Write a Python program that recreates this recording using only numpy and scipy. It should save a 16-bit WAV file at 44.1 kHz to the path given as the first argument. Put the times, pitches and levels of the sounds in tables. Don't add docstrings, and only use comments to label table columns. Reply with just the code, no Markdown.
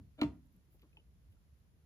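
import sys
import numpy as np
from scipy import signal
from scipy.fft import rfft, irfft, next_fast_len
from scipy.io import wavfile
from scipy.ndimage import uniform_filter1d

SR = 44100
rng = np.random.default_rng(int(sys.argv[2]) if len(sys.argv) > 2 else 0)


def materialize(psi):
    bounded = np.clip(np.atleast_2d(psi).T, -1, 1)
    quanta = np.round(bounded * 32767).astype(np.int16)
    wavfile.write(sys.argv[1], SR, quanta)


def magnitude_from_level(level_db):
    exponent = np.asarray(level_db, float) / 20
    return 10 ** exponent


N = 81585
PAD = 4410
M = next_fast_len(N + PAD, True)
LEFT_RIGHT = np.array([[1], [-1]])

# pitch_hz, level_db, t60_s (time to fade by 60 dB)
CASE_TONES = [(228.3, -7.5, 0.14), (296.6, 4, 0.14), (370, -22.5, 0.21), (431, -17.5, 0.15),
              (597, -14.5, .06), (661, -12, 0.095), (778, -15.5, 0.042), (923.4, -13.5, 0.099),
              (1006, -10.5, 0.055), (1104, -18, 0.1), (1229, -14.5, 0.071), (1353, -10.5, 0.041),
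              (498, -21, 0.11), (259.7, -19.5, 0.48)]
# start_s, level_db, rattle_s
LATCH_SNAPS = [
    (0.212, -48.5, 0.009),
    (0.214, -29.5, 0.004),
    (0.2312, -41, .005),
    (.244, -61, 0.0037),
]


def band(x, hz, width):
    edges = [hz / (1 + width), min(hz * (1 + width), 0.47 * SR)]
    return signal.sosfilt(signal.butter(1, edges, "band", fs=SR, output="sos"), x)


def ring(x, hz, t60):
    pole = np.exp(2j * np.pi * hz / SR - np.log(1000) / (t60 * SR))
    return signal.lfilter([1], [1, -pole], x).imag


def body(x, modes, spread_db):
    tilt_db = np.tanh(rng.standard_normal(len(modes))) * spread_db
    out = np.zeros((2, M))
    for k, (hz, db, t60) in enumerate(modes):
        gain = magnitude_from_level(db + tilt_db[k] * LEFT_RIGHT / 2)
        out += (-1) ** (k + 1) * gain * ring(x, hz, t60)
    return out


def add(x, start_s, piece):
    i = int(start_s * SR) + PAD
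    x[i:i + len(piece)] += piece


def fade(t, t60):
    return 1000.0 ** (-t / t60)


def push(length_s):
    w = np.hanning(max(int(length_s * SR), 1) + 2)[1:-1]
    return w / w.sum()


def slips(length_s, rate):
    chance, sign, size = rng.random((3, int(length_s * SR)))
    strength = magnitude_from_level(-2.5 * np.log(size + 1e-3) - 4)
    return (chance < rate / SR) * np.sign(sign - 0.5) * strength


def walk(rate):
    k = int(SR / rate)
    steps = np.repeat(rng.standard_normal(M // k + 1), k)
    w = uniform_filter1d(steps, k)[:M]
    return w / w.std()


def latch():
    # pitch_hz, level_db, t60_s
    shell_tones = [(1707, -9.5, 0.0071), (2060, 0, 0.011), (2313, -0.5, 0.022), (2750, -1.5, 0.018),
                   (3110, 1, .012), (3480, -6.5, 0.012), (4033, 0.5, 0.011), (4520, -9, 0.0088),
                   (5830, -23.5, 0.0027), (7100, -17.5, 0.0074), (10070, -18, 0.012), (12000, -22, .008),
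                   (13600, -25, .006), (15400, -13, 0.0055)]
    force = np.zeros(M)
    for start_s, db, rattle_s in LATCH_SNAPS:
        clicks = 0.81 * slips(0.02, 5000)
        clicks[0] = 2
        add(force, start_s, magnitude_from_level(db - 9.5) * clicks * np.exp(-np.arange(len(clicks)) / SR / rattle_s))
    shell = body(force, shell_tones, 1.5)
    knock = magnitude_from_level(5) * band(force, 2500, 0.4)
    case_ring = magnitude_from_level(1.5) * body(force, CASE_TONES[3:13], 1.2)
    return shell + knock + case_ring


def sleeve():
    # pitch_hz, level_db, t60_s
    sleeve_tones = [(287, 0, 0.053), (621, -4, 0.048), (1390, -9.5, 0.033), (2340, -9.5, 0.022),
                    (3000, -12, .015), (3650, -10.5, 0.0089), (4560, -24.5, 0.015), (7180, -26.5, 0.0049),
                    (10900, -20, 0.0031)]
    # start_s, end_s, level_db, rise_s
    slide = (.177, .212, -51, .006)
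    start_s, end_s, db, rise_s = slide
    scrape = np.zeros(M)
    clicks = slips(end_s - start_s, 2500)
    add(scrape, start_s, clicks * (1 - np.exp(-np.arange(len(clicks)) / SR / rise_s)))
    sound = body(scrape, sleeve_tones, 1.5)
    return sound * magnitude_from_level(db) / np.sqrt((sound[0] ** 2).sum() / len(clicks))


def case():
    # start_s, level_db, contact_s, boards_db
    blows = [
        (-.05, -47, 0.0014, 3),
        (0.185, -50, 0.00093, -18),
        (0.2184, -26, 0.00053, -15.5),
        (.232, -39.5, 0.00066, -4),
    ]
    # pitch_hz, level_db, t60_s
    board_tones = [(66.6, -5, 0.26), (96.1, -4, 0.46), (129.26, 0.5, 0.23), (162, 4.5, 0.11),
                   (200, 2.5, 0.24)]
    force, floor = np.zeros(M), np.zeros(M)
    for start_s, db, contact_s, boards_db in blows:
        add(force, start_s, magnitude_from_level(db) * push(contact_s))
        add(floor, start_s, magnitude_from_level(db + boards_db) * push(0.0042))
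    out = body(force, CASE_TONES, 1.6)
    for tone in board_tones:
        late_s = 0.022 * 100 / tone[0]
        out += np.roll(body(floor, [tone], 0.62), int(late_s * SR), axis=1)
    return out


def ticks():
    # start_s, level_db, pitch_hz, t60_s
    tick_list = [(0.461, -80, 11600, 0.027), (0.47, -69, 7400, 0.0069), (.5247, -72, 11440, 0.015),
                 (.5631, -69.5, 10850, 0.027), (0.8156, -72.5, 12000, 0.032), (.9298, -64, 2580, 0.028),
                 (.9702, -51, 2610, 0.029), (.972, -60, 874, 0.038), (0.97, -54, 3070, .04),
                 (.985, -67, 2940, 0.052), (.998, -65, 2960, 0.049), (1.3194, -77.5, 10500, 0.036),
                 (1.367, -76, 1380, 0.041)]
    out, t = np.zeros(M), np.arange(5000) / SR
    for start_s, db, hz, t60 in tick_list:
        rough = min(hz / 9000, 1) ** 2
        noise = band(band(rng.standard_normal(len(t)), hz, 0.15), hz, 0.18)
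        sound = (1 - rough) * np.sin(2 * np.pi * hz * t) + 3 * rough * noise
        add(out, start_s, magnitude_from_level(db) * sound * fade(t, t60) * (1 - np.exp(-t / 0.00023)))
    return out


def bumps():
    # start_s, level_db, pitch_hz, t60_s
    bump_list = [(0, -65, 1440, 0.02), (0, -56.5, 230, 0.17), (0, -56, 80, 0.11), (.34, -52, 166, 0.21),
                 (0.384, -60, 70.5, 0.6), (.545, -52.5, 179.3, 0.14), (0.599, -64, 129, 0.079),
                 (0.681, -66.5, 297, 0.15), (0.74, -58.5, 322, 0.085), (.7946, -70, 3000, 0.032),
                 (0.8178, -69.5, 2780, 0.074), (0.824, -63, 294, 0.24), (.826, -73.5, 1000, 0.14),
                 (.85, -62, 160, 0.12), (0.942, -69.5, 355, 0.11), (.975, -65.5, 330, 0.13),
                 (0.991, -60.5, 160, 0.13), (1.101, -55, 97, 0.15), (1.44, -56, 80, 0.19),
                 (1.217, -64, 149, 0.14), (1.275, -47.5, 90, 0.18), (1.3228, -76, 2460, .04),
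                 (1.329, -57, 200, 0.12)]
    out, t = np.zeros(M), np.arange(5000) / SR
    for start_s, db, hz, t60 in bump_list:
        noise = band(band(rng.standard_normal(len(t)), hz, 0.45), hz, 0.45)
        tone = 1.44 * max(1 - hz / 400, 0) * np.sin(2 * np.pi * hz * t)
        sound = noise / noise.std() * min(hz / 400, 1) + tone
        add(out, start_s, magnitude_from_level(db) * sound * fade(t, t60) * (1 - np.exp(-t * hz * 0.5)))
    return out


def rubs():
    # start_s, end_s, level_db
    rub_list = [
        (.43, .48, -87),
        (0.502, 0.579, -92.5),
        (0.696, 0.782, -80.5),
        (0.798, 0.857, -94),
        (1.287, 1.35, -88),
    ]
    rub_pitches = (11000, 15400)
    low, high = rub_pitches
    out = np.zeros(M)
    for start_s, end_s, db in rub_list:
        n = int((end_s - start_s) * SR)
        grit = rng.standard_normal(n)
        dry_hiss = band(band(grit, low, 0.14), low, 0.11)
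        dry_hiss += 2.1 * band(band(grit, high, 0.07), high, 0.07)
        add(out, start_s, magnitude_from_level(db + 10) * np.hanning(n) ** 0.5 * dry_hiss)
    return out


def cracks():
    out = np.zeros(M)
    for start_s, db, _ in LATCH_SNAPS:
        add(out, start_s, magnitude_from_level(db + 18) * push(0.0001))
    return out


def room(x):
    # pitch_hz, t60_s, level_db
    echo_bands = [(80, 0.64, -4.5), (160, 0.38, -2), (545, 0.31, -3), (1000, 0.25, -6.5),
                  (2070, 0.19, -5.5), (4000, 0.06, -12), (9000, .1, -24), (14100, 0.092, -25.5)]
    t = np.arange(int(0.6 * SR)) / SR
    echo = np.zeros((2, len(t)))
    for hz, t60, db in echo_bands:
        mid, side = band(rng.standard_normal((2, len(t))), hz, 0.58)
        pair = mid + min(hz / 1500, 1) ** 0.55 * side * LEFT_RIGHT
        pair = pair * fade(t, t60) * (1 - np.exp(-t / 0.0029))
        echo += magnitude_from_level(db) * pair / np.sqrt(t60 * SR / 14)
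    return signal.fftconvolve(x.mean(axis=0)[None], echo, axes=1)[:, :M]


def coloured(table, side_db):
    f = np.arange(M // 2 + 1) * SR / M + 1e-3
    hz, db = np.transpose(table)
    gain = magnitude_from_level(np.interp(np.log(f), np.log(hz), db, left=-80, right=-80))
    mid, side = irfft(rfft(rng.standard_normal((2, M))) * gain, M)
    return (mid + magnitude_from_level(side_db) * side * LEFT_RIGHT) / mid.std()


def background_noise():
    # pitch_hz, level_db
    rumble = [(30, -20), (45, -2.5), (68, 1), (100, -10.5), (155, -8.5), (250, -23), (450, -29),
              (1000, -40.5)]
    hiss = [(800, -20), (1000, -1), (7400, -10.5), (8000, -21), (9000, -21), (9500, -7), (12400, -8),
            (13000, -32)]
    air = [(14000, -12.5), (14400, -8), (15100, -10), (15600, -30)]
    side_db = 0.5
    tone = magnitude_from_level(-65.5 - 0.5 * walk(14)) * coloured(rumble, -8)
    tone += magnitude_from_level(-86 + 0.4 * walk(18)) * coloured(hiss, side_db)
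    tone += magnitude_from_level(-99 + 3.6 * np.minimum(walk(31), 0.5)) * coloured(air, side_db)
    return tone


def scene():
    hand = ticks() + bumps() + rubs()
    near = latch() + sleeve() + case() + hand
    wet = room(magnitude_from_level(-9) * (near - 0.55 * hand) + cracks())
    right_lag_s = 0.00016
    lag = np.exp(-2j * np.pi * np.arange(M // 2 + 1) * SR / M * right_lag_s)
    near[1] = irfft(rfft(near[1]) * lag, M)
    return (near + wet + background_noise())[:, PAD:PAD + N]


def low_pass(x):
    return signal.sosfilt(signal.butter(12, 15940, fs=SR, output="sos"), x)


def record(dry):
    low_cut = signal.butter(2, 41.5, "high", fs=SR, output="sos")
    return low_pass(signal.sosfilt(low_cut, dry))


dry = scene()
out = record(dry)
materialize(out)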